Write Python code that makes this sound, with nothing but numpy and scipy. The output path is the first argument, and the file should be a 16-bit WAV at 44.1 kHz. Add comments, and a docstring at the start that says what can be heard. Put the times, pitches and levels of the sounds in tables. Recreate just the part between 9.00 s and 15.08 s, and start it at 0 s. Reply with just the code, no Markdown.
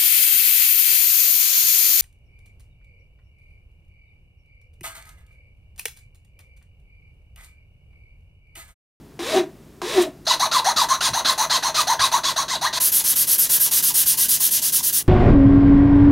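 """Filing and sanding a wooden handle.

Two slow file strokes, quick ones to and fro, then sandpaper. The teeth tick at a rate that follows
hand speed; the blade chatters lower as it slides out, higher as it is drawn back. Torn fibres and
grit scrape and hiss, the handle bumps the board now and then, and a small workshop hums faintly."""
import sys
import numpy as np
from scipy import signal
from scipy.fft import rfft, irfft, next_fast_len
from scipy.io import wavfile
from scipy.ndimage import uniform_filter1d

SR = 44100
rng = np.random.default_rng(int(sys.argv[2]) if len(sys.argv) > 2 else 0)


def master(y):
    """Save y as 16-bit WAV."""
    cut = np.clip(np.atleast_2d(y).T, -1, 1)
    pcm = np.round(cut * 32767)  # scale
    wavfile.write(sys.argv[1], SR, pcm.astype(np.int16))


N = 268121
TIME_S = np.arange(N) / SR

# room air spectrum: freq_hz, gain_db
AIR_SPECTRUM = [(15, -41), (25, -21), (54, -12), (118, -12), (131, -8.5), (150, -12.5), (219, -10.5),
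                (250, -10.5), (309, -11.5), (415, -12), (462, -21.5), (2370, -35), (15000, -42.5)]
# mains hum partials: pitch_hz, level_db
MAINS_HUM = [(49.5, -60), (150, -53.5), (249, -61.5)]
# file lands on the wood: start_s, level_db
FILE_LANDINGS = [(0.192, -38), (0.817, -34)]
# slow file strokes: start_s, length_s, groan_s, groan_db, sing_db
SLOW_STROKES = [(0.193, 0.255, 0.378, -12.3, -17.5), (0.817, 0.268, 0.988, -11.2, -29)]
# slow scrape spectrum: freq_hz, gain_db
SLOW_SPECTRUM = [(200, -11), (350, 7), (700, -11), (1050, 4.5), (1400, -4.5), (1800, 1), (3000, -3),
                 (3700, 1.5), (4600, -5), (5500, -3.5), (8000, -11.5), (9400, -8), (10300, -15.5),
                 (16000, -21)]
# handle held in the air: freq_hz, width_hz, gain_db
HELD_WOOD_MODES = [(277, 23, 6.5), (361, 61, 2), (640, 56, -8.5), (760, 27, 0), (943, 44, -2),
                   (1280, 72, -29)]
# steel of the file: freq_hz, width_hz, gain_db
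FILE_MODES = [(2590, 300, -9.5), (3460, 49, -0.5), (3900, 70, 3), (4950, 130, -13), (7400, 260, -16),
              (9600, 120, -33), (11200, 210, -11.5)]
# handle bumps the board: start_s, level_db, pitch_hz
HANDLE_BUMPS = [(0.437, -28, 327), (1.071, -22, 290), (1.758, -28, 230), (2.085, -28.5, 243),
                (2.108, -22, 124), (2.249, -25, 259), (2.994, -24, 106), (3.539, -30.5, 250),
                (6.044, -30, 130)]
# hiss of the file's smooth tip: freq_hz, gain_db
TIP_SPECTRUM = [(3000, -27), (7000, 2), (9500, 1), (11000, -8), (13000, 2), (14000, -10)]
# quick file strokes, push and pull in turn: start_s, scrape_db, chatter_db
QUICK_STROKES = [(1.266, -18.5, -25), (1.394, -21.5, -20), (1.513, -19.5, -19.5), (1.643, -21.5, -20),
                 (1.76, -19.5, -21.5), (1.885, -22.5, -21), (2.005, -19.5, -41), (2.132, -22.5, -27.5),
                 (2.246, -18.5, -28.5), (2.376, -22, -24), (2.496, -19, -26), (2.624, -22, -30),
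                 (2.742, -19.5, -25.5), (2.869, -22, -20.5), (2.992, -19, -23), (3.114, -22.5, -19.5),
                 (3.233, -21, -33.5), (3.36, -22.5, -30.5), (3.48, -23.5, -34), (3.611, -24, -25.5),
                 (3.727, -23, -34.5)]
# push scrape spectrum: freq_hz, gain_db
PUSH_SPECTRUM = [(450, -16), (800, -8.5), (1600, 2), (2300, -13), (3000, -6), (4100, 7), (5400, -2.5),
                 (6300, 2.5), (7800, -10.5), (8700, -3.5), (10400, -7.5), (11200, -9), (12000, -11.5),
                 (16000, -18.5)]
# pull scrape spectrum: freq_hz, gain_db
PULL_SPECTRUM = [(450, -17), (800, 4.5), (1700, 6), (2300, -9), (3100, -4.5), (4150, 11.5), (5100, -4),
                 (6150, 12), (7700, -9), (9200, 2), (11000, -4), (16000, -12.5)]
# handle pressed on the board: freq_hz, width_hz, gain_db
PRESSED_WOOD_MODES = [(652.6, 37, 9.5), (729, 34, 1), (905, 43, 0.5), (992, 20, 10), (1048, 42, 8.5),
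                      (1200, 32, -14), (1250, 49, -3), (1360, 25, -22), (1530, 42, -11), (1980, 93, 1)]
# tooth edge skids: start_s, length_s, first_hz, last_hz, level_db
TOOTH_SQUEAKS = [(2.005, 0.018, 1363, 1580, -20), (2.983, 0.036, 1590, 1660, -22),
                 (3.646, 0.0466, 1480, 2003, -20.5)]
# brief level dips: start_s, end_s
LEVEL_DIPS = [(3.79, 3.8), (6.029, 6.08)]
# sanding strokes, away and back in turn: start_s, hiss_db
SANDING_STROKES = [(3.799, -17.5), (3.916, -18), (4.038, -17.5), (4.154, -18), (4.268, -17.5),
                   (4.379, -18.5), (4.491, -16), (4.595, -17.5), (4.709, -16), (4.822, -16.5),
                   (4.938, -15.5), (5.056, -15.5), (5.17, -16), (5.283, -15.5), (5.397, -16), (5.506, -16),
                   (5.616, -17.5), (5.719, -17), (5.826, -17.5), (5.923, -17)]
# grit hiss spectrum: freq_hz, gain_db
HISS_SPECTRUM = [(2000, -34), (6000, -7), (7600, -11.5), (9000, -3), (10500, -2), (11900, -4),
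                 (13300, -4.5), (16000, -5.5)]
# grit rubbing the wood: freq_hz, gain_db
RUB_SPECTRUM = [(500, -38), (900, -25), (1100, -24.5), (1300, -23), (1600, -8.5), (2250, -13.5), (3000, -3),
                (4500, -1.5), (6300, 0.5), (7400, -1.5), (12000, -7.5)]
# board rumble spectrum: freq_hz, gain_db
RUMBLE_SPECTRUM = [(50, -53), (180, -10.5), (350, -2), (520, 5), (700, -2.5), (1200, 2.5), (3000, -4)]
# how firmly the sanded handle lies on the board: time_s, rumble_db
RUMBLE_LEVELS = [(3.8, -14), (4.75, -15.5), (5.0, -28), (6.0, -57)]


def undb(db):
    """Decibels to gain."""
    return 10 ** (np.asarray(db) / 20)


def unit(x):
    """Scale to rms 1."""
    return x / np.sqrt(np.mean(x ** 2) + 1e-18)


def add(out, start_s, x):
    """Mix x into out from start_s."""
    i = int(start_s * SR)
    out[i:i + len(x)] += x[:N - i]


def walk(count, rate_hz):
    """Random drift, spread about 1."""
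    steps = np.arange(count) * rate_hz / SR
    return np.interp(steps, np.arange(count), rng.standard_normal(count)) / np.sqrt(2 / np.pi)


def colour(x, spectrum):
    """Filter by a curve through (freq_hz, gain_db) points."""
    size = next_fast_len(len(x) + 1024)
    hz, db = np.transpose(spectrum)
    bins_hz = np.maximum(np.fft.rfftfreq(size, 1 / SR), 1)
    gain = undb(np.interp(np.log(bins_hz), np.log(hz), db))
    return irfft(rfft(x, size) * gain, size)[:len(x)]


def ring(x, modes):
    """Drive parallel resonances."""
    return sum(undb(db) * signal.lfilter(*signal.iirpeak(hz, hz / width_hz, SR), x)
               for hz, width_hz, db in modes)


def grains(count, spread_db, flutter_db, flutter_hz):
    """Tiny fractures of unequal size; the contact grips and loosens."""
    size_db = spread_db * walk(count, 5000) + flutter_db * walk(count, flutter_hz)
    return unit(rng.standard_normal(count) * undb(size_db))


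def teeth(hz, jitter, slope_db, partials=8):
    """Uneven train of small catches; overtones change by slope_db per octave."""
    phase = 2 * np.pi * np.cumsum(hz * (1 + jitter * walk(len(hz), 406.1))) / SR
    train = np.zeros(len(hz))
    for k in range(1, partials + 1):
        gain = undb(slope_db * np.log2(k) + 3 * walk(len(hz), 66.3))
        train += gain * np.cos(k * phase + rng.uniform(0, 2 * np.pi))
    return unit(train)


def crest(t, peak_s, half_width_s):
    """Rise to 1 and fall, as when a glide crosses a resonance."""
    return 1 / (1 + ((t - peak_s) / half_width_s) ** 2)


def stroke(start_s, end_s, lead, coast_s, bite_s):
    """One hand sweep: time, speed (half sine, first fraction lead skipped) and rising grip."""
    t = np.arange(int((end_s - start_s + coast_s) * SR)) / SR
    speed = np.sin(np.pi * (lead + (1 - lead) * t / t[-1]))
    return start_s + t, np.maximum(speed, 1e-6), 1 - np.exp(-t / bite_s)


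def swell(t, db):
    """Pressure shift over a stroke: gain from -db to +db."""
    return undb(db * np.linspace(-1, 1, len(t)))


def workshop():
    """Still air and faint mains hum."""
    air = undb(-46) * unit(colour(rng.standard_normal(N), AIR_SPECTRUM))
    hum = sum(undb(db + walk(N, 4.56)) * unit(np.sin(2 * np.pi * hz * TIME_S)) for hz, db in MAINS_HUM)
    return air + hum


def landings():
    """Steel lands on wood: dry tick, short ring."""
    out, t = np.zeros(N), TIME_S[:SR // 10]
    for start_s, db in FILE_LANDINGS:
        blow = rng.standard_normal(len(t)) * np.exp(-t / 0.0039)
        add(out, start_s, undb(db - 12) * unit(colour(blow, SLOW_SPECTRUM)))
        add(out, start_s, undb(db - 2.5) * unit(ring(blow, HELD_WOOD_MODES)))
    return out


def slow_filing():
    """Tooth rate climbs with hand speed, blade pitch sinks; each swells and rings the handle's modes."""
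    first_hz, top_hz, speed_up_s, lift_s = 288.3, 643.4, 0.125, 0.061
    groan_hz, glide_oct_per_s = 374.8, -4.5
    out = np.zeros(N)
    for start_s, length_s, groan_s, groan_db, sing_db in SLOW_STROKES:
        t = start_s + np.arange(int(length_s * SR)) / SR
        tooth_hz = np.interp(t, [start_s, start_s + speed_up_s], [first_hz, top_hz])
        blade_hz = groan_hz * 2 ** (glide_oct_per_s * (t - groan_s))
        ticking = teeth(tooth_hz, jitter=0.058, slope_db=-21)
        blade = teeth(blade_hz, jitter=0.034, slope_db=-12.5)
        # teeth sing just before the blade groans
        tooth_gain = undb(-32.5) + undb(sing_db) * crest(t, groan_s - 0.026, half_width_s=0.013)
        blade_gain = undb(groan_db) * crest(t, groan_s, half_width_s=0.016)
        force = np.hypot(tooth_gain, blade_gain)
        catches = (tooth_gain * ticking + blade_gain * blade) / force
        tearing = undb(9) * grains(len(t), spread_db=2, flutter_db=2, flutter_hz=200)
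        chatter = unit(ring(catches + tearing, HELD_WOOD_MODES) + catches)
        fibres = grains(len(t), spread_db=-1, flutter_db=0.5, flutter_hz=280) * (1 + 0.31 * catches)
        scrape = unit(colour(fibres, SLOW_SPECTRUM) + undb(-1.5) * ring(fibres, FILE_MODES))
        lift_off = np.clip((t[-1] - t) / lift_s, 0, 1) ** 2.7
        scrape_gain = undb(-25.5) * (tooth_hz / top_hz) ** 1.46 * lift_off
        add(out, start_s, signal.windows.tukey(len(t), 0.03) * (chatter * force + scrape * scrape_gain))
    return out


def bumps():
    """Handle meets board: one dull, damped tone."""
    out, t = np.zeros(N), TIME_S[:SR // 10]
    envelope = np.exp(-t / 0.0085) * (1 - np.exp(-t / 0.0031))
    for start_s, db, hz in HANDLE_BUMPS:
        add(out, start_s, undb(db) * np.sin(2 * np.pi * hz * t) * envelope)
    return out


def graze(spectrum, start_s, length_s, level_db):
    """Steel brushes the wood without biting: a brief hiss."""
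    out, count = np.zeros(N), int(length_s * SR)
    hiss = unit(colour(rng.standard_normal(count), spectrum))
    add(out, start_s, undb(level_db) * np.hanning(count) * hiss)
    return out


def quick_filing():
    """Tooth rate arches with hand speed; the push cuts harder and brightens toward its end."""
    # pairs: push, pull
    stroke_s, swell_db, top_tooth_hz = (0.09, 0.082), (-1, -1.5), (1100, 1103)
    chatter_delay_s, glide_oct_per_s = (0.053, 0.039), (-9.5, 12.46)
    chatter_hz, stop_s = 1056, 3.79
    out = np.zeros(N)
    for k, (start_s, scrape_db, chatter_db) in enumerate(QUICK_STROKES):
        pull = k % 2
        end_s = min(start_s + stroke_s[pull], stop_s)
        t, speed, grip = stroke(start_s, end_s, lead=0.12, coast_s=0.009, bite_s=0.002)
        top_hz = top_tooth_hz[pull] * (1 + 0.06 * rng.standard_normal())
        # hand drags unevenly; teeth bite and skip
        drag = 1 + 0.035 * walk(len(t), 55)
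        biting = np.clip(1 + 0.4 * walk(len(t), 70), 0, 1.3)
        zipping = biting * teeth(top_hz * drag * speed ** 0.8, jitter=0.019, slope_db=-1.2)
        fibres = grains(len(t), spread_db=1.5, flutter_db=0.8, flutter_hz=255)
        cutting = fibres + undb(-3.5) * zipping
        # slightly new file angle each stroke
        spectrum = [(hz, db + 1.5 * rng.standard_normal())
                    for hz, db in (PULL_SPECTRUM if pull else PUSH_SPECTRUM)]
        scrape = colour(cutting, spectrum) + ring(cutting, FILE_MODES)
        if not pull:
            treble = colour(scrape, [(6000, -22), (8000, -0.5)])
            scrape += treble * (swell(t, db=4.5) - 1)
        force = unit(grip * np.tanh(1.6 * speed) ** 1.37 * swell(t, swell_db[pull]))
        add(out, start_s, unit(scrape) * force * undb(scrape_db))
        # free blade length grows on the push, shrinks on the pull: pitch glides
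        peak_s = start_s + chatter_delay_s[pull]
        glide_oct = glide_oct_per_s[pull] * rng.uniform(0.7, 1.3) * (t - peak_s)
        blade_hz = chatter_hz * (1 + 0.05 * rng.standard_normal()) * drag * 2 ** glide_oct
        blade = teeth(blade_hz, jitter=0.045, slope_db=-19, partials=2)
        # chatter peaks amid the wood's modes
        envelope = grip * (np.exp(-((t - peak_s) / 0.014) ** 2) + 0.52 * speed)
        chatter = blade * envelope * undb(2.8 * walk(len(t), 220))
        add(out, start_s, unit(chatter + 0.5 * ring(chatter, PRESSED_WOOD_MODES)) * undb(chatter_db))
        # cutting keeps the wood ringing
        wood = ring(np.pad(grip * speed ** 0.039 * cutting, (0, len(t))), PRESSED_WOOD_MODES)
        add(out, start_s, unit(wood) * undb(scrape_db - 15))
    return out


def squeaks():
    """A tooth edge skids: short rising chirps."""
    out = np.zeros(N)
    for start_s, length_s, first_hz, last_hz, db in TOOTH_SQUEAKS:
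        hz = np.linspace(first_hz, last_hz, int(length_s * SR))
        chirp = teeth(hz, jitter=0.044, slope_db=-10.5, partials=2)
        add(out, start_s, undb(db) * np.hanning(len(hz)) * chirp)
    return out


def dips():
    """Gain that dips briefly at the listed times."""
    depth_db, fade_s = -13.5, 0.0053
    inside = sum(1.0 * ((TIME_S > start_s) & (TIME_S < end_s)) for start_s, end_s in LEVEL_DIPS)
    return undb(depth_db * uniform_filter1d(inside, size=int(fade_s * SR) + 1))


def paper_hiss(reach):
    """The sheet flexes: resonances come and go, the strongest slides and grows with reach (-1 to 1)."""
    swish_hz = 11630 + 500 * reach
    swish_db = np.interp(TIME_S, [4.4, 5.2], [7.5, 3.5]) * (1 + 0.47 * reach)
    sheet = np.zeros(N)
    for hz in np.linspace(3000, 16000, 14):
        bandpass = signal.butter(2, [hz - 550, hz + 550], "band", fs=SR, output="sos")
        band = unit(signal.sosfilt(bandpass, rng.standard_normal(N)))
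        nearness = np.exp(-((hz - swish_hz) / 1300) ** 2)
        sheet += band * undb(1.7 * walk(N, 45) + swish_db * nearness)
    return unit(colour(sheet * undb(0.93 * walk(N, 5400)), HISS_SPECTRUM))


def wood_rub(reach):
    """Grit rubs the wood; ring, faint hollow sweep and board rumble are strongest near the turns."""
    grit = grains(N, spread_db=2.5, flutter_db=1, flutter_hz=210)
    hollow_hz = 1250 * 2 ** (0.45 * reach)
    hollow = walk(N, 400) * teeth(hollow_hz, jitter=0.0497, slope_db=-10, partials=2)
    wood = undb(-26.5) * unit(ring(grit, PRESSED_WOOD_MODES)) + undb(-24) * hollow
    rumble_db = np.interp(TIME_S, *np.transpose(RUMBLE_LEVELS))
    rumble = unit(colour(grit, RUMBLE_SPECTRUM)) * undb(rumble_db)
    near_turn = undb(6.5 * (2 * np.abs(reach) - 1))
    return unit(colour(grit, RUB_SPECTRUM)) + (wood + rumble) * near_turn


def sanding():
    """Hand strokes drive paper hiss and wood rub, pausing at each turn."""
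    pause_s, friction_knee = (0.0143, 0.02), (2.2, 1.9)  # away, back
    stop_s = 6.03
    hiss_force, rub_force, reach = np.zeros((3, N))
    turns_s = [start_s for start_s, _ in SANDING_STROKES[1:]] + [stop_s]
    for k, ((start_s, hiss_db), turn_s) in enumerate(zip(SANDING_STROKES, turns_s)):
        back = k % 2
        t, speed, grip = stroke(start_s, turn_s - pause_s[back], lead=0.4, coast_s=0.00812, bite_s=0.0051)
        pressure = grip * swell(t, db=3.5)
        friction = np.tanh(friction_knee[back] * speed) ** 2.44  # levels off once sliding
        add(hiss_force, start_s, unit(pressure * friction) * undb(hiss_db))
        add(rub_force, start_s, unit(pressure * speed ** 0.5) * undb(hiss_db - 8.5))
        add(reach, start_s, (-1) ** k * np.linspace(-1, 1, len(t)))
    return paper_hiss(reach) * hiss_force + wood_rub(reach) * rub_force


def room(x, t60_s, treble_t60_s, wet_db):
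    """Bench and wall reflections; separate decay above 3 kHz."""
    t = TIME_S[:SR // 2]
    noise = rng.standard_normal(len(t))
    low = signal.sosfilt(signal.butter(2, 3000, fs=SR, output="sos"), noise)
    tail = low * undb(-60 * t / t60_s) + (noise - low) * undb(-60 * t / treble_t60_s)
    tail *= np.clip(t / 0.0076 - 0.5, 0, 1)
    return undb(wet_db) * signal.fftconvolve(x, tail / np.linalg.norm(tail))[:N]


def scene():
    """Work in the centre, the wood's low ring slightly left."""
    rubbing = slow_filing()
    rubbing += graze(TIP_SPECTRUM, start_s=1.004, length_s=0.04, level_db=-30)  # tip slides off
    rubbing += graze(PULL_SPECTRUM, start_s=1.248, length_s=0.021, level_db=-38.5)  # teeth settle
    rubbing += quick_filing() + squeaks() + sanding()
    rubbing += room(rubbing, t60_s=0.22, treble_t60_s=0.18, wet_db=-9.5)
    knocks = landings() + bumps()
    knocks += room(knocks, t60_s=0.25, treble_t60_s=0.17, wet_db=-4.5)
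    mid = rubbing * dips() + knocks + workshop()
    side = colour(mid, [(150, -59), (400, -20), (650, -20), (1100, -21.5), (2000, -43), (15000, -82)])
    side += room(mid, t60_s=0.08, treble_t60_s=0.08, wet_db=-32)
    side += undb(-20) * workshop()
    return undb(-1.08) * np.array([mid + side, mid - side])


def record(dry):
    """Steep low-pass."""
    cutoff_hz = 15750
    return signal.sosfilt(signal.ellip(12, 0.1, 80, cutoff_hz, fs=SR, output="sos"), dry)


dry = scene()
out = record(dry)
master(out)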